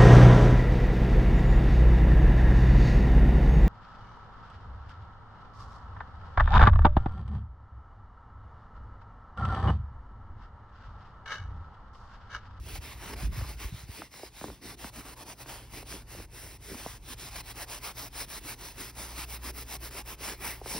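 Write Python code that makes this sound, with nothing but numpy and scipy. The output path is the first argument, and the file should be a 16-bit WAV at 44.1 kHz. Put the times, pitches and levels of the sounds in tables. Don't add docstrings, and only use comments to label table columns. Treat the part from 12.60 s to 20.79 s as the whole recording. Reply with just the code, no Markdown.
import sys
import numpy as np
from scipy import signal
from scipy.fft import rfft, irfft
from scipy.io import wavfile
from scipy.ndimage import uniform_filter1d

SR = 44100
rng = np.random.default_rng(int(sys.argv[2]) if len(sys.argv) > 2 else 0)


def waveform_to_disk(signal):
    frames = np.transpose(np.atleast_2d(signal))
    scaled = np.clip(frames, -1, 1) * 32767
    samples = np.round(scaled).astype(np.int16)
    wavfile.write(sys.argv[1], SR, samples)


N = 361179
TIME, HZ = np.arange(N) / SR, np.fft.rfftfreq(N, 1 / SR)


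def gain_of(db):
    return 10 ** (np.asarray(db) / 20)


def unit_rms(x):
    return x / np.sqrt(np.mean(x ** 2) + 1e-20)


def over_time(points):
    return np.interp(TIME, *np.transpose(points))


def over_frequency(points):
    hz, value = np.transpose(points)
    return np.interp(np.log(HZ + 1), np.log(hz + 1), value)


def add(mix, start_s, sound):
    part = mix[max(round(start_s * SR), 0):][:len(sound)]
    part += sound[:len(part)]


def wander(rate_hz):
    return unit_rms(irfft(rfft(rng.standard_normal(N)) / (1 + (HZ / rate_hz) ** 4), N))


def coloured(x, spectrum):
    skirt = 1 / np.sqrt(1 + (spectrum[0][0] / (HZ + 1)) ** 4)
    return unit_rms(irfft(rfft(x) * gain_of(over_frequency(spectrum)) * skirt, N))


# frequency_hz, coherence (0-1)
STEREO_COHERENCE = [(100, .955), (750, .92), (1500, .995), (2200, .97), (2900, .55), (3900, .86),
                    (4500, .7), (5000, .95), (9000, .93), (10300, .98), (12000, .93), (15000, .9)]
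# frequency_hz, left_lead_rad
STEREO_PHASE = [(0, 0), (950, -.25), (1800, 0), (2240, .1), (2760, -.4), (3270, 1.15), (3900, .4),
                (4500, .9), (4950, .05), (6100, 1.7), (7000, 2.9), (8000, 3.6), (8400, 4.35), (9300, 5.0),
                (9800, 6.2), (10900, 6.35), (11700, 7.65), (12300, 8.1), (13000, 9.3), (13900, 9.6),
                (14700, 10.6), (15800, 11.65)]
# frequency_hz, left_minus_right_db
STEREO_BALANCE = [(100, -.2), (1000, -.6), (2300, 0), (2900, -4.5), (3500, -.3), (6000, .7), (9000, 0)]
def stereo_spread(pair):
    shared, separate = rfft(pair)
    coherence = np.clip(over_frequency(STEREO_COHERENCE), 0, 1)
    lean = gain_of(over_frequency(STEREO_BALANCE) / 2)
    lead_rad = np.interp(HZ, *np.transpose(STEREO_PHASE))
    right = (coherence * shared + np.sqrt(1 - coherence ** 2) * separate) * np.exp(-1j * lead_rad)
    return irfft(np.array([shared * lean, right / lean]), N)


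# start_s, level_db,
# top_speed_at (0-1 of the stroke), swell_db, hold_s, brake_s, turn_rub_db, sizzle_db
STROKES = [(0.0, -48, 0.45, 1, 0.073, 0.011, -64.5, -3.0),
           (0.194, -49.5, 0.17, 3.0, 0.027, 0.009, -65.0, -7.0),
           (0.348, -49.0, 0.6, 1.5, 0.055, 0.004, -58.0, -11),
           (0.549, -47.5, 0.66, 6.5, 0.013, 0.012, -64, -6),
           (0.687, -50, 0.19, 4.5, 0.045, 0.018, -66.0, -4),
           (0.964, -46.5, 0.49, 10.5, 0.021, 0.004, -63.5, -3),
           (1.103, -47.2, 0.22, 10.0, 0.062, 0.014, -57.0, -14.0),
           (1.262, -49.5, 0.45, 3, 0.035, 0.05, -63.5, -13.0),
           (1.497, -51.5, 0.51, 3, 0.024, 0.013, -71, -10),
           (1.699, -51, 0.38, 9, 0.033, 0.038, -66.5, -10.0),
           (2.003, -49, 0.64, 4, 0.021, 0.0073, -70, -12.0),
           (2.157, -49.5, 0.53, 1, 0.035, 0.012, -74, -11.0),
           (2.308, -50.5, 0.28, -1, 0.038, 0.023, -69.0, -3.0),
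           (2.427, -50, 0.28, 3, 0.035, 0.008, -57.0, -11), (2.548, -54, 0.31, -2, 0.024, 0.004, -70, -9),
           (2.64, -50.5, 0.44, -1.5, 0.029, 0.013, -65, -12),
           (2.745, -43, 0.63, 9.0, 0.091, 0.008, -68, -2.0),
           (2.845, -47.5, 0.23, 16, 0.011, 0.013, -63, -17), (3.089, -50, 0.53, 6, 0.028, 0.004, -65, -2),
           (3.238, -47, 0.35, 10.5, 0.03, 0.029, -67.5, -14), (3.445, -53, 0.3, 3, 0.046, 0.019, -74, -3),
           (3.667, -52.5, 0.35, 5, 0.071, 0.012, -77, -2),
           (3.981, -49.5, 0.56, 2, 0.057, 0.025, -76, -10.0),
           (4.389, -41.5, 0.9, 5.5, 0.12, 0.022, -71, -7.0),
           (4.555, -47.5, 0.2, 1.5, 0.035, 0.0072, -65.0, -12.0),
           (4.702, -44.5, 0.88, 8, 0.008, 0.004, -54, -10.0),
           (4.822, -48, 0.44, -1.5, 0.048, 0.011, -64.0, -4.0),
           (4.933, -45, 0.77, 10, 0.021, 0.004, -62.0, 0),
           (5.054, -43.5, 0.48, 5.0, 0.04, 0.0055, -66.5, -4),
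           (5.193, -42, 0.44, 7.0, 0.046, 0.012, -60, -3),
           (5.329, -43.5, 0.35, 8.0, 0.046, 0.007, -63.5, 1),
           (5.491, -41.5, 0.71, 6.5, 0.059, 0.009, -66.5, -7),
           (5.659, -45, 0.53, 4.5, 0.038, 0.005, -65.0, -2),
           (5.798, -42.8, 0.48, 4.5, 0.065, 0.013, -59.5, 0),
           (5.954, -49, 0.65, 7, 0.03, 0.005, -64.0, -2.0), (6.132, -46, 0.4, 7.5, 0.047, 0.011, -62.5, -1),
           (6.321, -45.5, 0.36, 7, 0.053, 0.01, -63.5, -4),
           (6.539, -46.5, 0.37, -3.5, 0.025, 0.013, -53, -3),
           (6.657, -46.5, 0.47, 3.5, 0.042, 0.01, -60.5, 5),
           (6.784, -41.2, 0.5, 5.5, 0.071, 0.007, -63.5, 0), (6.918, -48.5, 0.67, 2, 0.043, 0.004, -68, 6),
           (7.04, -40.5, 0.67, 3, 0.075, 0.019, -60.0, 0), (7.178, -41, 0.38, 4.5, 0.082, 0.025, -69, 6),
           (7.299, -45, 0.72, 9.5, 0.008, 0.005, -65, -3), (7.428, -44.5, 0.46, 6, 0.055, 0.013, -70.0, 2),
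           (7.56, -42, 0.4, 6.0, 0.054, 0.027, -69, -3.0), (7.767, -43, 0.45, 8.5, 0.05, 0.08, -63.5, 5),
           (8.005, -41.0, 0.52, 10.0, 0.057, 0.015, -62.0, -12)]
# start_s, length_s, extra_db
SNAGS = [(.135, 0.044, 3.5), (.527, .02, 4), (0.754, 0.073, 3), (0.863, 0.071, 3), (4.754, .018, 5.5),
         (4.796, 0.014, 1), (7.69, 0.025, 0.5), (7.839, .022, 3.5), (7.899, .02, 3)]
LAST_TURN_S, USUAL_STROKE_DB = 8.27, -45
def brush_strokes(grip_power=1.22, bend_s=0.006):
    scrape, snag_db = np.zeros(N), np.zeros(N)
    starts, *_, turn_rub_db, _ = np.transpose(STROKES)
    ends = [*starts[1:], LAST_TURN_S]
    for (start, db, top_speed_at, swell_db, hold_s, brake_s, *_), end in zip(STROKES, ends):
        span, length_s = slice(int(start * SR), int(end * SR)), end - start
        t = np.clip(TIME[span] - start, 0, length_s)
        arch = np.interp(t / length_s, [0, top_speed_at, 1], [0, 0.5, 1])
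        hold = 1 - np.exp(-(t / hold_s) ** 2)
        brake = np.tanh((length_s - t) / brake_s) ** grip_power
        scrape[span] = gain_of(db - swell_db * np.cos(np.pi * arch) ** 2) * hold * brake
    for start, length_s, extra_db in SNAGS:
        add(snag_db, start, extra_db * np.hanning(int(length_s * SR)))
    turn_rub = gain_of(np.interp(TIME, starts, turn_rub_db))
    scrape = np.hypot(scrape * gain_of(snag_db), turn_rub)
    return uniform_filter1d(scrape, size=round(bend_s * SR)) / gain_of(USUAL_STROKE_DB)


def flicks(per_s, spread_db):
    sizes = gain_of(spread_db * np.minimum(rng.exponential(1, N), 3)) * rng.choice([-1, 1], N)
    return unit_rms(sizes * (rng.random(N) < per_s / SR))


def friction(spectrum, catching, clicks, grit_db, patchy_db, click_share=0.3):
    noise = signal.stft(rng.standard_normal((2, N)), nperseg=512)[2]
    patches = uniform_filter1d(rng.standard_normal(noise.shape[1:]), size=4, axis=0)
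    patches = unit_rms(uniform_filter1d(patches, size=11, axis=1))
    patchy = signal.istft(noise * gain_of(patchy_db * patches), nperseg=512)[1][:, :N]
    slips = unit_rms(patchy * gain_of(grit_db * catching))
    slips[0] += click_share * clicks
    return coloured(slips, spectrum)


def fold_resonances(sound, ripple_db=1.25, spacing_hz=330, slide=0.1, full_above_hz=1450):
    hz, t, frames = signal.stft(sound, SR, nperseg=512)
    turns_s = [row[0] for row in STROKES] + [LAST_TURN_S]
    stroke, progress = np.divmod(np.interp(t, turns_s, np.arange(len(turns_s))), 1)
    knots_hz = np.arange(0, SR / 2, spacing_hz)
    ripples = rng.standard_normal((len(turns_s), len(knots_hz)))
    colour = [np.interp(hz * (1 + slide * (-1) ** k * (along - 0.5)), knots_hz, ripples[k])
              for k, along in zip(stroke.astype(int), progress)]
    depth_db = ripple_db * np.clip(hz[:, None] / full_above_hz, 0, 1)
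    return signal.istft(frames * gain_of(depth_db * np.transpose(colour)), SR, nperseg=512)[1][:, :N]


# frequency_hz, density_db
TIP_HISS = [(1500, -39), (2600, -1), (3400, 1), (4400, 1.5), (5400, 0.4), (6500, -3), (9000, -3.5),
            (11500, -7), (15500, -4)]
TIP_FIZZ = [(3500, -33), (5300, 13.5), (6500, 3.5), (8700, 10), (11200, 6), (15500, 2.5)]
TIP_SIZZLE = [(8000, -21), (10000, -8), (11800, 3), (13300, -3), (15000, 3), (15800, 4), (17000, -20)]
WEAVE_RASP = [(900, -9), (1450, -4), (2150, 0.5), (2700, -2.5), (3800, -30)]
CLOTH_DRUM = [(250, -32), (550, -3.5), (950, 0.5), (1200, -3), (1500, -8), (2400, -21)]
PADDING_RUSTLE = [(70, 4.5), (150, -3.5), (200, -1), (290, 2), (420, 0), (600, -13), (1200, -37)]
# time_s, pressure_db
HAND_PRESSURE = [(0, 0), (.8, 3), (1.15, -1.5), (1.6, -2.5), (2.6, 2.5), (3.3, 0.8), (3.7, 2), (4.5, -2),
                 (5.1, 1.5), (5.5, -1.1), (6.5, 1), (7.2, 1.2), (7.67, 2.5), (7.88, 2.7), (8.19, 0.5)]
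# time_s, hollow_db
HOLLOWNESS = [(0, 1), (1.6, -0.5), (2.25, 1.5), (2.65, 4.5), (3.2, 0.5), (4.2, -0.5), (5.4, 1.5),
              (5.95, 0.7), (7.1, 1), (7.65, 0.5), (7.9, -1.9), (8.19, 2.5)]
# time_s, gain_db
FIZZ_GAIN = [(0, -16), (1.2, -10), (2.1, -3), (3.3, -1.5), (3.9, 5), (4.6, -5), (6.5, -2), (8.19, -1.5)]
def brush(brisk_db=-41, brighten_power=0.38, drag_db=0.75):
    scrape, usual = brush_strokes(), gain_of(USUAL_STROKE_DB)
    pressure_db, hollow = over_time(HAND_PRESSURE), gain_of(over_time(HOLLOWNESS))
    starts, *_, sizzle_db = np.transpose(STROKES)
    tips = usual * scrape * gain_of(2.5)
    hiss = tips * gain_of(-0.64)
    briskness = (tips / gain_of(brisk_db)) ** brighten_power
    fizz = tips * briskness * gain_of(over_time(FIZZ_GAIN))
    sizzle = usual * scrape * gain_of(sizzle_db[np.searchsorted(starts[1:], TIME)] - 4)
    rasp = usual * scrape * gain_of(pressure_db - 3.06) / hollow
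    drum = usual * scrape * gain_of(pressure_db - 4.56) * hollow
    squeeze = usual * scrape ** 0.58 * gain_of(1.06 * pressure_db - 12.5)
    rustle = gain_of(4.5) * np.hypot(squeeze, cushion_crumples())

    catching = wander(rate_hz=260)
    bristles, creases = flicks(per_s=500, spread_db=3.8), flicks(per_s=120, spread_db=2)
    sound = hiss * friction(TIP_HISS, catching, bristles, grit_db=0.3, patchy_db=1.8, click_share=0.2)
    sound += fizz * friction(TIP_FIZZ, catching, bristles, grit_db=0.3, patchy_db=1)
    sound += sizzle * friction(TIP_SIZZLE, catching, bristles, grit_db=0.5, patchy_db=1)
    sound += rasp * friction(WEAVE_RASP, catching, bristles, grit_db=1, patchy_db=2)
    sound += drum * friction(CLOTH_DRUM, catching, bristles, grit_db=1, patchy_db=2.5)
    sound += rustle * friction(PADDING_RUSTLE, catching, creases,
                               grit_db=1.5, patchy_db=4, click_share=0.64)
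    return stereo_spread(fold_resonances(sound) * gain_of(drag_db * wander(rate_hz=20)))


# start_s, peak_db, pitch_hz
BUMPS = [(-.015, -33, 60.5), (0.128, -29, 52.7), (0.182, -31.5, 80), (0.399, -38, 62.4), (0.558, -31, 60),
         (0.628, -32.5, 173), (0.641, -21, 54.7), (0.702, -31, 54.7), (0.717, -37, 163),
         (0.773, -24.5, 102), (0.816, -25.5, 88), (1.043, -26.5, 58), (1.121, -31.5, 132),
         (1.138, -32.5, 117), (1.231, -40, 122), (1.288, -33, 91), (1.29, -42, 218), (1.813, -36.5, 241),
         (1.841, -37, 191), (2.246, -33.5, 237), (4.263, -37.5, 202), (8.147, -35, 195)]
def bumps(rise=0.33, sag=0.61, right_lag_cycles=0.042):
    out = np.zeros((2, N))
    for start_s, peak_db, pitch_hz in BUMPS:
        length_s = 0.049 * (55 / pitch_hz) ** 0.93
        age = np.arange(0, 3, 1 / (SR * length_s))
        swell = (age / rise * np.exp(1 - age / rise)) ** 3
        cycles = np.cumsum(pitch_hz * np.exp(-sag * (age - rise))) / SR
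        for side, lag in zip(out, [0, right_lag_cycles]):
            add(side, start_s, gain_of(peak_db) * swell * np.sin(2 * np.pi * (cycles - lag)))
    return out


# time_s, level_db
FLUTTER_LEVEL = [(0, -43.5), (0.53, -45.5), (.68, -32.5), (.84, -40), (1.0, -46), (1.25, -50), (1.56, -66),
                 (1.9, -56.5), (2.47, -56), (2.701, -69)]
# frequency_hz, density_db
FLUTTER_SPECTRUM = [(25, -23), (38, -4), (55, 13), (85, -0.5), (130, -5.5), (210, -17), (500, -62)]
def air_flutter(fade_s=0.2):
    fade = np.clip((FLUTTER_LEVEL[-1][0] - TIME) / fade_s, 0, 1)
    air = stereo_spread(coloured(rng.standard_normal((2, N)), FLUTTER_SPECTRUM))
    return gain_of(over_time(FLUTTER_LEVEL)) * fade * air


# frequency_hz, density_db
YARD_SPECTRUM = [(20, -22), (40, 9), (70, -8), (120, 2.5), (200, -12.5), (350, -14), (550, -22.5),
                 (950, -18.5), (1500, -40), (6000, -33), (15000, -42)]
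def yard_rumble():
    level_db = np.interp(TIME, [2.4, 3.1], [-60, -55])
    return gain_of(level_db) * stereo_spread(coloured(rng.standard_normal((2, N)), YARD_SPECTRUM))


# start_s, length_s, relative_db
CRUMPLES = [(0.492, 0.082, -53), (1.37, 0.083, -51.5), (1.792, 0.16, -51.5), (2.052, 0.093, -57),
            (2.36, 0.063, -52.5), (2.538, 0.18, -59), (3.153, 0.1, -54.5), (3.301, 0.097, -52),
            (3.575, 0.041, -52), (3.8, 0.092, -59), (4.068, 0.14, -49), (7.633, 0.14, -54),
            (8.134, 0.073, -55)]
def cushion_crumples():
    level = np.zeros(N)
    for start_s, length_s, db in CRUMPLES:
        add(level, start_s, gain_of(db) * np.hanning(int(length_s * SR)) ** 0.5)
    return level


# time_s, relative_db, snap_hz, spread_octaves, ring_hz
CLOTH_POPS = [(0.534, -36, 800, 0.64, 330), (0.811, -31.5, 746, 0.71, 350), (0.844, -34, 1000, .6, 400),
              (1.388, -41, 300, 1.1, 230), (1.4187, -25.5, 930, 0.76, 302), (1.54, -39.5, 900, 1.4, 480),
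              (1.595, -37, 550, .9, 270), (1.632, -27, 490, 0.63, 365), (1.812, -30.5, 750, 1, 342),
              (1.8403, -21.5, 570, 0.74, 302), (1.882, -34.5, 600, 0.82, 350), (1.9, -32, 650, .7, 380),
              (2.2435, -26.5, 1050, 0.91, 280), (2.859, -36.5, 800, .9, 330),
              (3.2273, -34.5, 600, 0.67, 260), (3.325, -31, 1100, 1, 300), (3.548, -35, 650, 0.55, 520),
              (3.6, -33.5, 420, 1.06, 328), (4.099, -37, 330, 0.39, 330), (4.121, -33.5, 280, 0.41, 290),
              (4.144, -32.5, 600, 0.75, 310), (4.151, -35, 250, 0.54, 230), (4.261, -23, 664, 0.54, 262),
              (4.761, -29.5, 1510, 0.89, 300), (8.014, -29.5, 515, 0.67, 403),
              (8.0587, -26.5, 680, 0.78, 398), (8.146, -32, 500, 1.0, 220), (8.16, -29, 480, 0.38, 400),
              (8.169, -33, 280, 0.66, 250)]
def cloth_pops(travel_s=0.003037, lead_s=0.00118, ring_width_hz=75, shiver_s=0.0033, trim_db=-4):
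    t = np.arange(4096) / SR
    out, hz = np.zeros(N), np.fft.rfftfreq(len(t), 1 / SR) + 1
    low_cut = 1 / (1 + (170 / hz) ** 4)
    dispersion = np.exp(-2j * np.pi * 2 * travel_s * np.sqrt(1000 * hz))
    for time_s, db, snap_hz, spread_octaves, ring_hz in CLOTH_POPS:
        snap = np.exp(-0.5 * (np.log2(hz / snap_hz) / spread_octaves) ** 2)
        resonance = gain_of(2) / (1 + 2j * (hz - ring_hz) / ring_width_hz)
        ring = resonance / (1 + (hz / (2 * ring_hz)) ** 2)
        echoes = rng.standard_normal(len(t)) * np.sqrt(t) * np.exp(-t / shiver_s)
        shiver = gain_of(-7) * rfft(echoes / np.linalg.norm(echoes))
        pop = irfft((snap * (1 + shiver) + ring) * low_cut * dispersion)
        add(out, time_s - lead_s, gain_of(db + trim_db) * pop / abs(pop).max())
    return out * gain_of([[-0.4], [0.4]])


# time_s, pitch_hz, level_db
MOTOR_HUM = [(0, 58.5, -72), (2.6, 58.87, -68), (2.95, 57.5, -53), (5.0, 58.16, -55.5), (6.2, 58.87, -58),
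             (6.6, 59.74, -45), (7.15, 59.6, -46.5), (7.55, 57.6, -52), (8.19, 60.7, -50.5)]
# pitch_hz, level_db, start_s, end_s
MOTOR_TONES = [(38.2, -54, 2.75, 9), (116.9, -60.5, 2, 9), (90.6, -60.5, 2.94, 5.13)]
def distant_motor(pitch_waver=0.0047, swell_db=1.5, fade_s=0.082):
    def tone(hz, db):
        cycles = np.cumsum(hz * (1 + pitch_waver * wander(rate_hz=2.1))) / SR
        return np.sqrt(2) * gain_of(db + swell_db * wander(rate_hz=7.3)) * np.sin(2 * np.pi * cycles)
    time_s, hz, db = np.transpose(MOTOR_HUM)
    out = tone(np.interp(TIME, time_s, hz), np.interp(TIME, time_s, db))
    for hz, db, start_s, end_s in MOTOR_TONES:
        out += tone(hz, db) * np.clip(np.minimum(TIME - start_s, end_s - TIME) / fade_s, 0, 1)
    return out


def scene():
    return brush() + cloth_pops() + bumps() + air_flutter() + distant_motor() + yard_rumble()


def record(dry):
    low_cut_hz, high_cut_hz = 38.6, 15790
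    thinned = irfft(rfft(dry) / np.sqrt(1 + (low_cut_hz / (HZ + 1)) ** 10), N)
    band_limit = signal.firwin(801, high_cut_hz, window=("kaiser", 9), fs=SR)
    return signal.oaconvolve(thinned, band_limit[None], "same")


dry = scene()
out = record(dry)
waveform_to_disk(out)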